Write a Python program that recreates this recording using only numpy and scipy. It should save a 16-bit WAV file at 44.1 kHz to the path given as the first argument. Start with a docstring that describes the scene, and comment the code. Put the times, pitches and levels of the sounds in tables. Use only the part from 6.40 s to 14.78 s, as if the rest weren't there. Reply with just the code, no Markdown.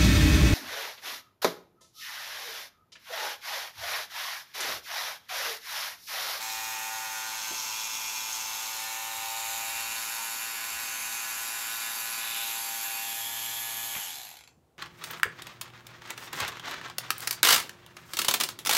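"""A corded electric razor buzzes in a small room while it is turned in the hand, then unplugged.
Its motor throws the cutter to and fro 110 to 114 times a second. The shell hums at harmonics of
that rate; the knocking strokes and scraping teeth excite resonances that each side radiates
differently. Fingers rub and bump the shell over faint room noise. Once the plug snaps out,
friction brakes the motor through a falling growl to a few last ticks."""
import sys
import numpy as np
from scipy import signal
from scipy.fft import rfft, irfft
from scipy.io import wavfile

SR = 44100
rng = np.random.default_rng(int(sys.argv[2]) if len(sys.argv) > 2 else 0)


def unload_audio(sound):
    """Save the sound as a 16-bit wav file, at the path given as the first command line argument."""
    columns = np.transpose(np.atleast_2d(sound))
    # keep every value between -1 and 1, then stretch to whole-number steps
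    steps = np.round(np.clip(columns, -1, 1) * 32767)
    wavfile.write(sys.argv[1], SR, steps.astype(np.int16))


N = 369558
TIME = np.arange(N) / SR
PLUG_OUT_S, REST_S = 7.555, 8.116

# motor speed under power (time [s], rate [turns/s])
MOTOR_RATE = [(0.0, 110.7), (0.25, 111.3), (0.4, 110.8), (0.48, 111.4), (1.0, 110.5), (1.55, 110.4),
              (1.7, 109.9), (3.47, 113.8), (4.48, 113.9), (4.52, 113.2), (5.17, 113.9), (5.86, 114.2),
              (6.41, 113.7), (6.47, 113.2), (6.83, 114.0), (7.52, 113.9)]
# side that faces the listener (time [s], side [index])
# 0 edge, 1 back, 2 other edge, 3 front, 4 and above front held by the neck
FACING_SIDE = [(.75, 0.56), (1.2, 1), (2.0, 1.15), (2.35, 1.57), (2.65, 1.75), (3.15, 2.2), (3.65, 2.89),
               (4.2, 3.07), (5.85, 3), (6.1, 3.65), (6.6, 3.77), (6.85, 5.7)]
# spectrum of the sliding hiss (frequency [Hz], level [dB])
FRICTION_SPECTRUM = [(500, -5.5), (800, -4), (1100, -3), (1800, -2.5), (2300, -3.5), (2700, -3), (3500, -4),
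                     (5500, -2), (7000, -1), (10000, -1.4), (15000, -3.24)]
# modes of shell and cutter (frequency [Hz], width [Hz], level towards each of five sides [dB/Hz])
BODY_MODES = [(327, 310, -99, -87, -101, -85, -83.5), (906.8, 180, -72, -74, -75, -75, -76),
              (1010, 310, -75.5, -74, -76, -79, -81.5), (1696, 1270, -80, -85, -82, -77.5, -80.5),
              (2310, 763.5, -72, -84.5, -77.5, -79.5, -79), (2740, 600, -84, -76, -77, -76.5, -77),
              (3364, 593.1, -80.5, -72.5, -83, -95.5, -79.5), (4330, 2965.6, -84, -79.5, -79, -80, -79),
              (5400, 1300, -79.5, -74, -94, -86.5, -93), (6451.5, 710, -83.5, -72.5, -78, -79.5, -77),
              (7300, 620.5, -77, -81, -77, -78, -76), (7400, 4760, -84, -85.5, -85, -85, -84.5),
              (10907, 730, -80.5, -82, -78, -74, -72.5), (11990, 540, -77, -81, -74.5, -75.5, -69.5),
              (12600, 530, -79, -77, -79, -73.5, -70), (12887, 8108, -83, -87.5, -86, -86.5, -85.5)]
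# strength of the rattle as the grip changes (time [s], gain [dB])
RATTLE_GAIN = [(0, -0.8), (.65, -2.5), (1.25, 0.2), (1.7, -1), (2.2, -0.5), (2.7, -1.5), (3.1, -0.28),
               (4.2, -1.7), (4.6, -1.5876), (5.2, -1), (7.5, -3)]
# upper midrange, which dulls when the razor turns edge-on (time [s], gain [dB])
PRESENCE_GAIN = [(.25, -1), (.42, -3.3), (.7, -1.5), (.9, -1), (1.6, -1.5), (2.45, -1), (2.65, -4.5),
                 (2.85, -1), (3.05, 0.5), (3.5, 0.41), (4.4, 0), (5.4, 0), (6.4, 0.5), (7.5, -1.8),
                 (7.7, 1.5)]
# treble, where the blades ring (time [s], gain [dB])
TREBLE_GAIN = [(.6, 1.5), (1.0, -0.5), (1.6, 1.5), (2.2, 1.5), (2.75, 1), (4.6, 0.4), (5.45, 2), (6.1, 1.5),
               (6.6, 1), (7.5, 1)]
# hum of the shell and whines of the cutter (harmonic [number], level towards each of five sides [dB])
HARMONICS = [(1, -75, -72, -74, -78, -75.5), (2, -79, -71.5, -74, -69, -68.5),
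             (3, -64, -77, -68.0, -76, -73), (4, -84, -70.5, -73.5, -77, -72),
             (5, -54, -65, -57.5, -64.5, -68), (6, -64, -75, -64, -62.0, -59.0),
             (7, -43, -65, -45, -54.5, -52), (8, -43, -45.5, -45.5, -60, -53),
             (9, -58.0, -55, -53.5, -52.5, -63.5), (10, -60, -57.5, -57.0, -56.5, -60.5),
             (11, -48.5, -53.5, -54, -58, -61), (12, -55, -55.5, -57, -53, -70),
             (13, -50, -52, -52.0, -48, -60.0), (14, -54.5, -58, -67.5, -55, -63.5),
             (15, -51.5, -69, -63, -54.0, -54.5), (16, -48, -69, -53.5, -56.5, -57),
             (17, -53, -69, -60, -56.5, -63), (18, -62, -55, -58, -57.5, -59),
             (19, -57.5, -55, -57.0, -57.5, -61), (20, -61, -56.5, -54.5, -60, -56),
             (21, -51, -56, -52.5, -51.5, -56.5), (22, -47, -57, -55.5, -50.5, -57),
             (23, -58, -55, -56, -57.5, -60.5), (24, -57, -50, -53, -50.0, -60),
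             (25, -57, -58.5, -58, -65.5, -61), (26, -71, -66, -51, -54.0, -55),
             (27, -56, -59.5, -61, -58, -57.5), (28, -56, -57.5, -55.5, -60.5, -58.5),
             (29, -70.0, -56, -69.5, -62, -55), (30, -68, -66, -63.5, -64.5, -60.0),
             (31, -52, -58, -60, -57.5, -54), (32, -53, -65.5, -56, -61, -59),
             (33, -54.5, -67, -56, -56.0, -57), (34, -70.0, -62, -58, -59.5, -65.0),
             (35, -58, -70, -63, -73, -61), (36, -59.5, -67.5, -56, -65, -55.5),
             (37, -54, -62.5, -58.5, -62.5, -65), (38, -65, -55, -61, -68.5, -57),
             (39, -61, -54, -54, -57.5, -60.5), (40, -62.5, -57.5, -54.5, -53.5, -57.5),
             (47, -70.0, -57, -68.5, -61.0, -67), (56, -63, -66, -63, -59.5, -58.0),
             (62, -72, -67.5, -59, -50, -57.5)]
# tones that sing while the grip leaves their part of the shell free
# (start [s], end [s], harmonic [number], level [dB])
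SINGING_TONES = [(0, 0.6, 8, -54), (0, 0.702, 7, -49), (0.1, 0.503, 22, -47.5), (0.1, 0.9, 17, -52.5),
                 (0.4, 1, 13, -49), (0.7, 1.2, 14, -51), (0.855, 1.45, 37, -53.0), (1.05, 1.9, 24, -50),
                 (1.1, 1.7, 26, -64), (1.3, 1.9, 22, -48.5), (1.3, 2.4, 31, -51), (1.45, 2.3, 47, -53),
                 (2, 2.85, 24, -54), (2.25, 2.55, 37, -51), (2.35, 2.8, 16, -52), (2.75, 3.347, 7, -48.5),
                 (2.85, 3.4, 6, -57.5), (2.948, 3.6, 22, -50), (3.15, 3.6, 21, -50.5),
                 (3.2, 3.6, 24, -47.5), (3.3, 4.85, 39, -52.5), (3.697, 3.918, 8, -47.5),
                 (4.45, 4.898, 22, -51), (4.79, 6, 15, -52.5), (5, 5.95, 40, -52.5),
                 (5.948, 6.903, 7, -50.5), (6.1, 6.3, 8, -50.0), (6.203, 6.7, 40, -50.5),
                 (6.4, 6.753, 24, -49.5), (6.404, 7.549, 15, -53.5), (6.45, 6.8, 22, -49),
                 (6.65, 7.25, 29, -49.5), (6.7, 7.5, 31, -55.0)]
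# beating of the hum against the mains (frequency [Hz], depth [dB])
BEAT_DEPTH = [(800, 1), (1250, 2.4), (1480, 2.5), (1750, 2.2), (5000, 3)]
# a shell resonance that the shifting thumb bends (time [s], frequency [Hz], level [dB])
THUMB_MODE = [(6.4, 3830, -58), (6.75, 3450, -54), (7.0, 3076, -46.5), (7.25, 3500, -53.5),
              (7.5, 3200, -49.5), (7.67, 3000, -44), (7.74, 3600, -51), (7.82, 3650, -54),
              (7.95, 3750, -79)]
# bouts of the loose cutter chattering
# (peak time [s], level [dB], time to swell or sink by 9 dB, sign ignored [s], ring [Hz], width [Hz])
CHATTER_BOUTS = [(.04, -49.5, 0.3, 4160, 584), (.39, -48, 0.1, 2650, 398), (.42, -48.5, 0.4, 6563, 400),
                 (2.55, -48.5, -0.1, 6493, 400), (3.02, -52, -0.7, 3775, 400), (3.07, -48, 0.21, 6894, 450),
                 (3.38, -53, 0.15, 2630, 700), (4.33, -51.5, -0.24, 2450, 500),
                 (4.6, -50.5, 0.05, 2350, 500), (4.67, -47.5, 0.3, 6350, 400.8),
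                 (5.4, -49, -0.2, 3744, 400), (5.6, -47, 0.1036, 12600, 500), (5.97, -42, 0.2, 3540, 620),
                 (5.97, -42, 0.18, 2800, 680)]
# reverberation of the room (frequency [Hz], time to decay by 60 dB [s])
REVERB_TIMES = [(200, 0.14), (1000, 0.3), (4000, 0.18), (7000, 0.29), (12000, 0.13)]
# noise of the still room (frequency [Hz], relative level [dB])
AIR_SPECTRUM = [(25, -33.5), (60, -6.5), (130, 4.5), (200, -2.5), (400, -2), (800, -5), (1600, -18.5),
                (4000, -24), (15000, -29)]
# fingers rub as they change grip (start [s], end [s], level [dB])
FINGER_RUBS = [(.15, .27, -72.5), (2.75, 3.65, -74.5), (4.27, 4.41, -71)]
# knocks of thumb, plug and hand, and ticks of the loose cutter
# (time [s], peak level [dB], centre [Hz], width [Hz], time to decay by 60 dB [s])
KNOCK_EVENTS = [(1.107, -44, 265, 130, 0.089), (1.112, -40, 494.4, 420, 0.11),
                (1.929, -25, 6500, 1290, .025), (1.956, -28, 6500, 2000, .015),
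                (2.011, -26, 6600, 1500, 0.027), (2.226, -29, 6400, 1500, .025),
                (5.84, -35.5, 927, 595, 0.045), (7.552, -25.5, 1740, 2100, 0.02),
                (7.566, -28.5, 1850, 800, .02), (7.562, -42, 115, 110, 0.041),
                (7.633, -28.5, 6900, 1200, .025), (8.168, -57, 160, 110, 0.124)]
# a hand on the plug carries the shaking of the motor (start [s], end [s], level [dB])
PLUG_HOLD = [(6.78, 7.58, -62.5)]


def amp(db):
    """Amplitude grows tenfold for every 20 dB."""
    return 10 ** (np.asarray(db) / 20)


def unit_rms(x):
    """Normalisation to a mean power of one."""
    return x / np.sqrt(np.mean(x ** 2) + 1e-20)


def curve(rows, column=1):
    """Linear interpolation of a table column over time."""
    rows = np.array(rows)
    return np.interp(TIME, rows[:, 0], rows[:, column])


def at_frequency(points, hz):
    """Interpolation on a logarithmic frequency axis."""
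    frequencies, values = np.transpose(points)
    return np.interp(np.log(hz + 1), np.log(frequencies), values)


def band(x, lo_hz, hi_hz, order=3):
    """A band-pass filter attenuates what lies outside its two edges."""
    edges_hz = [lo_hz, min(hi_hz, .49 * SR)]
    return signal.sosfilt(signal.butter(order, edges_hz, "band", fs=SR, output="sos"), x)


def resonate(x, hz, width_hz, order=2):
    """A resonance selects a band around its centre frequency."""
    return band(x, hz - width_hz / 2, hz + width_hz / 2, order)


def drift(per_s):
    """Interpolated random values give a smooth fluctuation of rms near one."""
    knots = rng.standard_normal(4096)
    return np.interp(TIME * per_s, np.arange(len(knots)), knots)


def spells(rows, fade_s):
    """Trapezoidal envelopes fade in, hold and fade out."""
    return sum(amp(db) * np.clip(np.minimum(TIME - start, end - TIME) / fade_s + .5, 0, 1)
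               for start, end, db in rows)


def noise(spectrum):
    """Spectral weighting colours white noise."""
    gain = amp(at_frequency(spectrum, np.fft.rfftfreq(N, 1 / SR)))
    return irfft(rfft(rng.standard_normal(N)) * gain, N)


def motor():
    """Constant friction brakes the unpowered rotor evenly. Gives speed [share of full], angle [turns]."""
    powered_hz = curve(MOTOR_RATE) * (1 + 0.001191 * drift(45))
    braking = np.clip((REST_S - TIME) / (REST_S - PLUG_OUT_S), 0, 1)
    hz = powered_hz * braking
    turns = np.cumsum(hz) / SR
    return hz / MOTOR_RATE[-1][1], turns - turns[-1] + .165  # rests just past the last stroke


def directivity():
    """An equal-power crossfade gives the share of each side that is heard."""
    facing = np.clip(curve(FACING_SIDE), 0, 4)
    return np.sqrt(np.maximum(1 - abs(facing - np.arange(5)[:, None]), 0))


def impacts(turns, return_angle, return_db, uneven_db, jitter_s):
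    """A quasi-periodic impulse train: a stroke and a return each turn, uneven in size and time."""
    angles = np.arange(np.floor(turns[0]), 1)[:, None] + [0, return_angle]
    size_scatter, time_scatter = rng.standard_normal((2, 1024, 2))[:, -len(angles):]
    reached = (angles > turns[0]) & (angles < turns[-1])
    hit_s = np.interp(angles, turns, TIME) + jitter_s * time_scatter
    samples = np.clip(np.round(hit_s * SR).astype(int), 0, N - 1)
    sizes = amp([0, return_db]) * amp(uneven_db * size_scatter)
    out = np.zeros(N)
    out[samples[reached]] = sizes[reached]
    return unit_rms(out)


def tooth_scrape(turns):
    """Crossing the same blade relief every turn gives high harmonics; contact wanders with the grip."""
    harmonics = np.arange(2049)
    weights = np.clip((harmonics - 38) / 5, 0, 1) * (harmonics < 145)
    weights *= amp(-.03 * harmonics)  # finer relief is shallower
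    contact = 1.037 * drift(1.3086) + 0.398 * drift(14)
    out = np.zeros(N)
    for share in np.cos(contact), np.sin(contact):
        relief = irfft(weights * np.exp(2j * np.pi * rng.random(len(harmonics))))
        out += share * np.interp(turns % 1 * len(relief), np.arange(len(relief)), relief)
    return unit_rms(out)


def cutter(speed, turns):
    """Impact and friction excite the razor: each end of the stroke knocks, then the teeth scrape."""
    strokes = impacts(turns, return_angle=.55, return_db=-8, uneven_db=1.4305, jitter_s=.00014)
    # coasting, the cutter knocks about as hard on its way back
    returning = abs(turns % 1 - .5) < 1 / 4
    strokes *= amp((1 - speed) * np.where(returning, 5.5, -.3))
    age = TIME[:SR // 50]
    bounce = unit_rms(signal.oaconvolve(strokes, age * np.exp(-age / 0.001))[:N])
    # as the motor slows, the steady sliding fades and single knocks stand out
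    pressure = bounce + 1.436 * speed ** 1.9
    teeth = amp(-6) * np.sqrt(speed) * tooth_scrape(turns)
    friction = amp(1.32 * drift(300)) * noise(FRICTION_SPECTRUM)
    knocking = band(strokes, 690, 20000, order=2)  # the light cutter carries no bass
    drive = amp(-10.5) * knocking + amp(-7) * pressure * (teeth + friction)
    dull_drive = amp(-7) * band(drive, 1300, 6500, order=1)  # slow knocks are soft and dull
    return speed ** 0.38 * drive + (1 - speed) ** 2 * dull_drive


def body(drive, shares):
    """Modal radiation: each side sends out its own mix of the resonances of shell and cutter."""
    size, modes = 4096, np.array(BODY_MODES)
    hz = np.fft.rfftfreq(size, 1 / SR)
    peaks = 1 / (1 + (2 * (hz[:, None] - modes[:, 0]) / modes[:, 1]) ** 2) ** 2
    out = np.zeros(N)
    for share, mode_db in zip(shares, modes[:, 2:].T):
        log_gain = np.log(peaks @ amp(mode_db) ** 2 * SR / 2) / 2
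        mirrored = np.r_[log_gain, log_gain[-2:0:-1]]
        minimum_phase = np.exp(signal.hilbert(mirrored).conj())
        response = np.fft.ifft(minimum_phase).real[:size // 2]
        out += share ** 2 * signal.oaconvolve(drive, response)[:N]
    return out


def blades(rattle, speed):
    """Upper midrange and treble swell and sink; gentle, slow impacts barely excite the blades."""
    presence = signal.sosfiltfilt(signal.butter(3, (3000, 6200), "band", fs=SR, output="sos"), rattle)
    treble = signal.sosfiltfilt(signal.butter(3, 9000, "high", fs=SR, output="sos"), rattle)
    rattle = rattle + (amp(curve(PRESENCE_GAIN)) - 1) * presence
    rattle += (amp(curve(TREBLE_GAIN)) - 1) * treble
    bright = np.minimum(speed / 0.38, 1) ** 2  # dulls below 38% of full speed
    return bright * rattle + (1 - bright) * band(rattle, 100, 5460, order=1)


def hum(speed, turns, shares):
    """Forced vibration: motor harmonics beat against the mains, then sink through the shell response."""
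    gain_db, sway_db, flutter_db, mains_pulses_hz = -0.72, .9, 1.5, 120
    table, out = np.array(HARMONICS), np.zeros(N)
    harmonics = np.round(table[:, 0])
    coarse = slice(None, None, 128)  # envelopes change slowly
    slip = (mains_pulses_hz * TIME - turns)[coarse]
    powered = TIME[coarse] < PLUG_OUT_S
    for harmonic in harmonics:
        side_db = [np.interp(harmonic * speed[coarse], harmonics, side) for side in table[:, 1:].T]
        power = amp(gain_db) ** 2 * np.sum((amp(side_db) * shares[:, coarse]) ** 2, axis=0)
        for start, end, singer, db in SINGING_TONES:
            if round(singer) == harmonic:
                power += spells([(start, end, db)], fade_s=0.19)[coarse] ** 2
        depth_db = at_frequency(BEAT_DEPTH, harmonic * MOTOR_RATE[-1][1])
        beat_db = depth_db * powered * np.cos(2 * np.pi * (slip + rng.random()))
        quick_db = flutter_db * min(harmonic / 16, 1) * drift(35)[coarse]  # low tones are steadiest
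        waver = amp(beat_db + sway_db * drift(7.6)[coarse] + quick_db)
        envelope = np.interp(TIME, TIME[coarse], np.sqrt(2 * power) * waver)
        out += envelope * np.cos(2 * np.pi * (harmonic * turns + rng.random()))
    return out * speed ** 1.85


def shell_ring(drive, width_hz=630):
    """A variable resonator: the strokes ring the shell at a pitch that follows the thumb's pressure."""
    carrier = np.exp(2j * np.pi * np.cumsum(curve(THUMB_MODE)) / SR)
    pole = np.exp(-np.pi * width_hz / SR)
    baseband = signal.lfilter([1], [1, -2 * pole, pole * pole], drive / carrier)
    return amp(curve(THUMB_MODE, column=2)) * unit_rms((carrier * baseband).real)


def chatter(turns):
    """Impacts of the loose cutter, two a turn, excite narrow resonances of the shell in bouts."""
    slaps = impacts(turns, return_angle=.4, return_db=-4, uneven_db=1, jitter_s=0.000395)
    out = np.zeros(N)
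    for peak_s, db, swell_s, hz, width_hz in CHATTER_BOUTS:
        envelope = amp(db) * np.exp(-((TIME - peak_s) / swell_s) ** 2)
        out += envelope * unit_rms(resonate(slaps, hz, width_hz))
    return out


def room(x, wet_db):
    """Reverberation: dense reflections decay exponentially at a rate that depends on frequency."""
    reflections = rng.standard_normal(SR // 2) * (TIME[:SR // 2] > .003)
    hz, age, spectra = signal.stft(reflections, SR, nperseg=256)
    decay = amp(-60 * age / at_frequency(REVERB_TIMES, hz)[:, None])
    tail = signal.istft(spectra * decay, SR, nperseg=256)[1]
    return x + amp(wet_db) * signal.oaconvolve(x, tail / np.linalg.norm(tail))[:N]


def air():
    """The ambient noise of the room is stationary and strongest in the bass."""
    return amp(-68) * unit_rms(noise(AIR_SPECTRUM))


def fingers(grip_db=-76):
    """Friction of the hand on the shell makes a low rumble, stronger when the grip changes."""
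    envelope = amp(grip_db) + spells(FINGER_RUBS, fade_s=.1)
    return envelope * unit_rms(band(rng.standard_normal(N), 58, 94))


def knocks():
    """Damped vibration: each thud, tick and snap of the plug is an exponentially decaying noise band."""
    out = np.zeros(N)
    for start_s, db, hz, width_hz, t60 in KNOCK_EVENTS:
        age = np.maximum(TIME - start_s, 0)
        burst = rng.standard_normal(N) * (age > 0) * amp(-60 * np.minimum(age / t60, 3))
        thud = resonate(burst, hz, width_hz)
        out += amp(db) * thud / abs(thud).max()
    return out


def plug_throb(speed, turns):
    """Structure-borne sound: a hand on the plug carries the fundamental of the motor."""
    return spells(PLUG_HOLD, fade_s=0.13) * np.sqrt(2) * np.sin(2 * np.pi * turns) * speed


def growl(speed, turns):
    """The coasting cutter swings freely, and its slowing impacts excite a low resonance of the shell."""
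    strokes = impacts(turns, return_angle=.5, return_db=-9, uneven_db=2, jitter_s=.00003)
    freedom = np.minimum((1 - speed) / 0.33, 1)  # wholly free once a third of the speed is lost
    ring = unit_rms(resonate(strokes, hz=797, width_hz=160))
    return amp(-52) * freedom * np.sqrt(speed) * ring


def head_ring(rattle, speed):
    """The steel head resonates after each knock, emerging as the motor slows."""
    return (1 - speed) * amp(1) * resonate(rattle, hz=4183.8, width_hz=380, order=1)


def scene():
    """Superposition of the rattling, humming razor, the handling noises and the room."""
    speed, turns = motor()
    shares = directivity()
    drive = cutter(speed, turns)
    rattle = amp(curve(RATTLE_GAIN)) * blades(body(drive, shares), speed)
    rattle += head_ring(rattle, speed)
    razor = room(rattle + chatter(turns), wet_db=-2.5)
    razor += hum(speed, turns, shares) + shell_ring(drive) + growl(speed, turns)
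    handling = plug_throb(speed, turns) + fingers() + room(knocks(), wet_db=-3.5)
    return (razor + handling + air())[None]


def record(dry):
    """A linear-phase low-pass filter limits the sound to 15.7 kHz."""
    low_pass = signal.firwin(511, 15700, window=("kaiser", 9), fs=SR)
    return signal.oaconvolve(dry, low_pass[None], "same")


dry = scene()
out = record(dry)
unload_audio(out)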